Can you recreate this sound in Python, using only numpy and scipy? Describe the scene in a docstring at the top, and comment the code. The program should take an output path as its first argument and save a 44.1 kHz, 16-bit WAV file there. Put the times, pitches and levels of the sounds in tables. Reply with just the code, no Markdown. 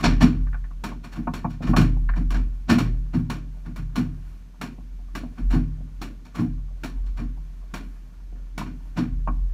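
"""A low boom and a soft bed of water open the scene, with a scuff on deck and then a heavy thud.
An aluminium boat drifts on calm water while someone shifts things about: hard objects clack on the
plating, and heavy ones thud and ring the hollow hull. Wavelets and ripples plop under the side, and
rocking swings the lowest hull mode. Blows are shaped noise plus decaying sines, sent through the
plating's resonances; the boom is a wavering sine in a dull rumble, and the bed is coloured noise."""
import sys
import numpy as np
from scipy import signal
from scipy.fft import irfft, next_fast_len
from scipy.io import wavfile
from scipy.ndimage import uniform_filter1d

SR = 44100
rng = np.random.default_rng(int(sys.argv[2]) if len(sys.argv) > 2 else 0)


def digitize_waveform(pressure):
    """Quantize a signal to 16-bit integers and store it at the path in sys.argv[1].

    Rows of a 2-D input are taken as channels; values are limited to [-1, 1].
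    """
    field = np.atleast_2d(pressure).T
    bounded = np.clip(field, -1, 1)
    quanta = np.round(bounded * 32767).astype(np.int16)
    wavfile.write(sys.argv[1], SR, quanta)


N = 420273
T = np.arange(N) / SR
# time since a blow (s); it starts below zero because contact may press a little early
AGE = T[:SR * 3 // 2] - .05

# heavy loads landing on the hull, levels before each layer's gain:
# t/s, burst level/dB, deep ring level/dB, scuff level/dB
LANDINGS = [(0.054, -16, -31, -8), (0.226, -8, -20, -13), (1.175, -24, -35.5, -33),
            (1.638, -25.5, -47, -25.5), (1.684, -14.5, -23.5, -24), (1.781, -12, -18, -24),
            (2.175, -23, -31, -29), (2.357, -29.5, -31, -24), (2.708, -9.5, -23, -13),
            (2.813, -26, -26, -28.5), (3.152, -18, -21.5, -27), (3.672, -35, -37.5, -36.5),
            (3.789, -40.5, -32.5, -38), (3.978, -16.5, -25.5, -25.5), (5.393, -32, -35.5, -34),
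            (5.542, -13.5, -23.5, -24), (6.396, -15, -23, -26.5), (7.198, -25.5, -35.5, -31.5),
            (8.675, -35, -42, -36), (8.986, -15, -26.5, -20.5)]
LANDING_TYPICAL_DB = (-25, -41.5, -52)  # a typical landing scuff: middle, treble, top


def from_db(db):
    """Decibels to amplitude gain."""
    return 10 ** (np.asarray(db) / 20)


def rms_one(x):
    """Scale to unit rms."""
    return x / np.sqrt(np.mean(x ** 2) + 1e-20)


def at_hz(points, hz):
    """Read a table on a log-frequency axis."""
    f, value = np.transpose(points)
    return np.interp(np.log(hz + 1e-9), np.log(f), value)


def add(out, s, sound):
    """Mix in a blow that lands at time s, keeping its early pressing ahead of it."""
    i = int(min((s + AGE[0]) * SR, N - 1))
    out[max(i, 0):i + len(sound)] += sound[max(-i, 0):N - i]


def noise(spectrum, size):
    """Noise of a given colour: set magnitudes with random phases, rms 1."""
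    hz = np.fft.rfftfreq(size, 1 / SR)
    random_phase = np.exp(2j * np.pi * rng.random(len(hz)))
    return rms_one(irfft(from_db(at_hz(spectrum, hz)) * random_phase, size))


def drift(rate):
    """Slow random wandering of rms 1: noise averaged twice over about 1/rate seconds."""
    step = 100  # samples between the slow points
    width = int(SR / rate / step) + 1
    slow = rng.standard_normal(N // step + 2)
    slow = uniform_filter1d(uniform_filter1d(slow, width), width)
    return np.interp(np.arange(N) / step, np.arange(len(slow)), rms_one(slow))


def swell(rise, t60):
    """Contact builds up over the rise time, then the vibration dies away by 60 dB per t60."""
    contact = .5 * (1 + np.tanh(AGE / max(rise, 1e-4)))
    decay = np.exp(-np.log(1000) * np.maximum(AGE, 0) / max(t60, 1e-2))
    return contact * decay


def burst(carrier, envelope):
    """Many crowded modes ringing under one envelope, with the envelope's own energy."""
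    sound = carrier * envelope
    return sound * np.sqrt(np.sum(envelope ** 2) / np.sum(sound ** 2))


def plating(x):
    """Whatever shakes the plating takes on its ringing resonances, one after another."""
    # resonances of the plating: f/Hz, width/Hz, lift/dB
    resonances = [(615, 35, 4), (709, 30, 8), (925, 45, 4), (1094, 75, 7), (1461, 45, 7), (1600, 45, 5),
                  (1774, 35, 8), (2355, 130, 8), (2870, 90, 4), (4244, 80, 7), (4397, 70, 8),
                  (5600, 180, 9), (7000, 350, 5), (10400, 400, 6)]
    for hz, width, lift_db in resonances:
        ring = signal.lfilter(*signal.iirpeak(hz, hz / width, fs=SR), x + 1e-18)
        x = x + (from_db(lift_db) - 1) * ring
    return x


def ambience(level_db=-54, lapping_db=-68, sway_db=3.5):
    """A soft bed of water and air, lapping heard through the plating, and a thin electronic whine."""
    # water and air around the boat: f/Hz, relative level/dB per Hz
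    bed_colour = [(35, -41), (60, -24), (74, -21.5), (187, -18), (206, -33.5), (242, -21.5), (368, -38.5),
                  (403, -35), (453, -40), (1120, -46), (1520, -46), (6120, -52.5), (15500, -68.5)]
    # water washing along the side, ahead of the plating: f/Hz, relative level/dB per Hz
    lapping_colour = [(150, -1), (270, 14), (450, -2.5), (700, -3), (1100, 0), (2300, -7), (5000, -16.5)]
    # faint electronic whine: centre f/Hz, rms level/dB
    whine_tones = [(6310, -83), (12620, -84)]
    bed = from_db(level_db) * noise(bed_colour, next_fast_len(N))[:N]
    wash = plating(noise(lapping_colour, next_fast_len(N))[:N])
    lapping = from_db(lapping_db + sway_db * drift(5)) * wash
    whine = 0
    for hz, db in whine_tones:
        phase = 2 * np.pi * np.cumsum(hz + 12 * drift(15)) / SR  # pitch wanders by 12 Hz rms
        whine = whine + np.sqrt(2) * from_db(db) * np.sin(phase)
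    return bed + lapping + whine


def rocking():
    """Swing of the lowest mode: surges rise, hold and die back to a rest level that sags in lulls."""
    # rocking surges: t/s, level/dB, hold/s
    surges = [(0.05, -19.5, 0.17), (0.379, -21.5, .14), (1.675, -20.5, 0.77), (2.83, -23.5, 0.18),
              (3.79, -29, 0.073), (5.431, -19, 0.12), (6.49, -27, 0.054), (6.94, -27.5, 0.41),
              (9.115, -23, 0.38)]
    # lulls, when the lowest mode all but stops: centre t/s, half-length/s
    lulls = [(1.073, 0.049), (4.587, 0.22), (5.36, 0.044), (6.3, 0.14), (8.118, 0.1)]
    rest_db, lull_db = -34.5, -8
    surge_rise_s, surge_fall_db_per_s = 0.024, 72
    calm = sum(np.exp(-((T - s) / half) ** 2) for s, half in lulls)
    power = from_db(rest_db + lull_db * calm) ** 2
    for s, level_db, hold in surges:
        rise = .5 * (1 + np.tanh((T - s) / surge_rise_s))
        fall_db = surge_fall_db_per_s * np.maximum(T - s - hold, 0)
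        power = power + (rise * from_db(level_db - fall_db)) ** 2
    return np.sqrt(power)


def boom(gain_db=0, waver_hz=0.9, flutter_db=1.1, rumble_db=-18):
    """The rocking keeps the lowest hull mode swinging, wrapped in a dull rumble."""
    # dull rumble around the lowest mode: f/Hz, relative level/dB per Hz
    rumble_colour = [(15, -20), (28, -14), (43, -9.5), (62, 0), (80, -16), (130, -33.5), (400, -68)]
    boom_hz = 43.1
    phase = 2 * np.pi * np.cumsum(boom_hz + waver_hz * drift(12.8)) / SR
    mode = np.sqrt(2) * from_db(flutter_db * drift(19)) * np.sin(phase)
    rumble = from_db(rumble_db) * noise(rumble_colour, next_fast_len(N))[:N]
    return from_db(gain_db) * rocking() * (mode + rumble)


def pocket(hz, t60=0.069, tail_db=-25, tail_t60=0.38):
    """A pocket of air squeezed between water and metal gives a short hollow plop."""
    # colour of a trapped air pocket: f/multiple of its pitch, relative level/dB per Hz
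    pocket_colour = [(.12, -21), (.5, -8.5), (.8, -3), (1.099, 0.5), (1.4, -12.5), (1.75, -19.5),
                     (2.1, -28.5), (2.45, -24), (3.8, -58.5)]
    colour = np.array(pocket_colour) * [hz, 1]
    envelope = swell(.0012, t60) + from_db(tail_db) * swell(0.0064, tail_t60)
    return burst(noise(colour, len(AGE)), envelope)


def ripples(level_db=-68, per_s=24, spread_db=4.0, count=12):
    """Small ripples plop softly at random, each place along the hull at its own pitch."""
    out = 0
    for hz in np.geomspace(180, 1500, count):
        strength = from_db(spread_db * rng.uniform(-0.9, 1, N))
        ticks = (rng.random(N) < per_s / count / SR) * strength
        out = out + signal.oaconvolve(ticks, pocket(hz, t60=.12) / np.sqrt(hz))[:N]
    return from_db(level_db) * rms_one(out)


def by_force(rows, typical_db, follows):
    """Harder contacts lift middle, treble and top, each by its own share of the extra decibels."""
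    typical, share = np.array(typical_db), np.array(follows)
    return [(s, *(typical + share * (level - typical_db[0]))) for s, level in rows]


def hull_ring(body_db, deep_db, rise=.006, scatter_db=1.62, detune=0.0077):
    """One blow rings the hull modes; the load on the plates shifts them a little each time."""
    # hull modes: nominal f/Hz, relative level/dB, t60/s
    hull_modes = [(86.65, -8, 0.98), (118.23, -3, 0.75), (152.43, -2, 0.9), (170.5, 3, .3),
                  (203, -3.5, 0.28), (237.7, 3.5, 0.29), (253.3, 0.5, 0.4), (304.6, -5, 0.33),
                  (321.3, -5, 0.14), (410, -16.5, 0.26), (501, -24.5, 0.24)]
    out = 0
    for hz, mode_db, t60 in hull_modes:
        # deep level below 160 Hz, body level above 220 Hz
        level_db = np.interp(hz, [160, 220], [deep_db, body_db])
        level_db = level_db + mode_db + scatter_db * rng.standard_normal()
        pitch = hz * (1 + detune * rng.standard_normal())
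        tone = np.sin(2 * np.pi * (pitch * AGE + rng.random()))
        out = out + from_db(level_db) * swell(rise, t60) * tone
    return out


def partials(low_hz=900, high_hz=4500, t60=0.084, count=4):
    """The object itself rings briefly with a few notes that depend on where it is hit."""
    pitch, phase = rng.random((2, count, 1))
    hz = low_hz * (high_hz / low_hz) ** pitch
    notes = low_hz / hz * np.sin(2 * np.pi * (hz * AGE + phase))
    return swell(0.0024, t60) * np.sum(notes, axis=0)


def contacts(rows, rise, gain_db, treble_db, top_db, crack_db, crack_t60, tail_db, tail_t60,
             hull_db, rattle_db, object_db):
    """A short crack, the rattling wash of crowded plate modes, and a faint long ring below the treble."""
    # colour of a contact, ahead of its force: f/Hz, band level/dB
    contact_colour = [(200, 5), (330, -9.5), (460, -18), (650, -10.5), (1300, -6.5), (2000, -12.5),
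                      (3000, 1.5), (4500, -4), (6500, -3.5), (8500, -2), (12000, -8.5), (15500, 6.5)]
    # decay of the wash: f/Hz, t60/s
    contact_decay = [(250, 0.53), (700, 0.16), (1800, 0.27), (5000, 0.23), (13000, 0.19)]
    out, edges = np.zeros(N), np.geomspace(200, 16000, 14)
    centres = np.sqrt(edges[1:] * edges[:-1])
    bands, fades = [], []
    for low, high, hz in zip(edges, edges[1:], centres):
        band_filter = signal.butter(2, (low, high), "band", fs=SR, output="sos")
        bands.append(signal.sosfilt(band_filter, rng.standard_normal(N)))
        wash = swell(rise, at_hz(contact_decay, hz))
        crack = from_db(crack_db) * swell(rise, crack_t60)
        tail = from_db(tail_db) / (1 + (hz / 3500) ** 2) * swell(rise, tail_t60)
        fades.append(wash + crack + tail)
    rattle = from_db(rattle_db * np.clip(drift(250), -2, 2))
    for s, mid, treble, top in rows:
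        hardness = [(1700, mid), (3500, treble + treble_db), (6000, treble + treble_db),
                    (9000, top + top_db)]  # f/Hz, level/dB
        gains = from_db(gain_db + at_hz(hardness, centres) + at_hz(contact_colour, centres))
        # every contact takes a fresh stretch of the band noise
        start = rng.integers(0, N - len(AGE))
        part = slice(start, start + len(AGE))
        add(out, s, sum(g * burst(band[part] * rattle[part], fade)
                        for g, band, fade in zip(gains, bands, fades)))
        ring = hull_ring(mid + hull_db, mid + hull_db + 1.5, rise=0.014)
        add(out, s, ring + from_db(mid + object_db) * partials())
    return out


def scuffs():
    """Yielding loads brush the deck, on their own or just before their weight arrives."""
    # things shifted lightly across the deck: t/s, level/dB before the contact gains
    deck_shifts = [(0.001, -26), (1.042, -32), (1.127, -32), (1.505, -38), (1.811, -21), (5.509, -26.5),
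                   (6.256, -42), (6.354, -27.5), (7.065, -46.5), (7.173, -38)]
    lead_s = .012  # brushing comes this long before the listed landing time
    brushes = [(s - lead_s, scuff) for s, _, _, scuff in LANDINGS]
    landings = by_force(brushes, LANDING_TYPICAL_DB, follows=(1, 1.3, 0.95))
    shifts = by_force(deck_shifts, typical_db=(-32.5, -44.5, -50), follows=(1, 0.7, .8))
    return contacts(landings + shifts, rise=0.0082, gain_db=-13, treble_db=1.5, top_db=0.5,
                    crack_db=-6.0, crack_t60=0.031, tail_db=-22.0, tail_t60=0.72,
                    hull_db=-14, rattle_db=1.5, object_db=-15)


def thuds(burst_db=-5, burst_t60=0.23, rise=0.011, body_db=-5, deep_db=1,
          clatter_db=-6, clatter_t60=0.066, lag=.003):
    """A heavy blow: a dull burst with some clatter, which settles into the hull's hollow ring."""
    # colour of the dense first burst: f/Hz, relative level/dB per Hz
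    dull_colour = [(50, -26), (110, -7), (170, -10.5), (250, -5.5), (320, -12.5), (450, -60.5),
                   (700, -31.5), (2500, -65.5)]
    # colour of the clatter that comes with it: f/Hz, relative level/dB per Hz
    loose_colour = [(200, -11), (450, -20.5), (650, 7), (1100, -7), (2000, -12), (5000, -9), (12000, -59)]
    clatter_typical_db, clatter_follows = -37.5, 1.47
    out = np.zeros(N)
    for s, level, deep, scuff in LANDINGS:
        # loose gear rattles more the rougher the landing
        clatter = clatter_typical_db + clatter_follows * (scuff - LANDING_TYPICAL_DB[0])
        dull = burst(noise(dull_colour, len(AGE)), swell(rise, burst_t60))
        loose = burst(noise(loose_colour, len(AGE)), swell(rise, clatter_t60))
        blow = from_db(level + burst_db) * dull + from_db(clatter + clatter_db) * loose
        add(out, s + lag, blow + hull_ring(level + body_db, deep + deep_db, rise))
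    return out


def clacks():
    """Hard objects hit all at once, so the contact rises fast and the treble cracks."""
    # hard objects striking the plating: t/s, level/dB before the contact gains
    hard_hits = [(0.218, -15.5), (0.839, -20), (1.338, -23), (1.765, -8), (2.306, -25.5), (2.699, -9),
                 (2.785, -14.5), (3.3, -20), (3.761, -33.5), (3.958, -20), (4.614, -21), (5.152, -22.5),
                 (6.016, -24), (6.836, -22.5), (7.74, -22.5), (8.579, -20)]
    hits = by_force(hard_hits, typical_db=(-22, -35.5, -42), follows=(0.88, 0.82, 0.6))
    return contacts(hits, rise=0.0015, gain_db=-13.5, treble_db=2.5, top_db=4.0,
                    crack_db=-3.5, crack_t60=0.0093, tail_db=-28.0, tail_t60=0.65,
                    hull_db=-19.5, rattle_db=1.0, object_db=-14.0)


def slaps(gain_db=-6, hull_db=-12.5, lag=0.001):
    """Wavelets trap air against the side, plop and nudge the hull."""
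    # wavelets under the side: t/s, level/dB before the gains, pocket pitch f/Hz
    wavelets = [(0.468, -42, 1480), (0.529, -38, 1590), (0.543, -32.5, 1420), (0.641, -44, 1670),
                (0.708, -45, 1110), (0.915, -33, 870), (1.272, -19, 990), (1.445, -18.5, 950),
                (1.606, -37, 700), (1.734, -17, 1030), (1.964, -40, 756), (2.09, -25, 1590),
                (2.135, -35, 1600), (4.782, -45.5, 694), (4.991, -53, 740), (5.234, -36, 720),
                (5.806, -48.5, 590), (7.376, -49.5, 770), (8.325, -51.5, 600), (8.613, -26, 1040),
                (9.274, -20, 997)]
    middle_hz, push_db_per_octave = 1010, -20  # big, low pockets push the hull harder
    out = np.zeros(N)
    for s, level, hz in wavelets:
        push_db = level + hull_db + push_db_per_octave * np.log2(hz / middle_hz)
        plop = from_db(level + gain_db) * pocket(hz)
        add(out, s + lag, plop + hull_ring(push_db, push_db, rise=0.00044))
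    return out


def scene():
    """All blows and plops reach the ear through the plating; boom and ambience join them."""
    struck = scuffs() + thuds() + clacks() + slaps() + ripples()
    return (plating(struck) + boom() + ambience())[None]


def record(dry):
    """The microphone channel cuts the top steeply above 15.5 kHz."""
    steep_cut = signal.ellip(10, .1, 80, 15500, fs=SR, output="sos")
    return signal.sosfilt(steep_cut, dry)


dry = scene()
out = record(dry)
digitize_waveform(out)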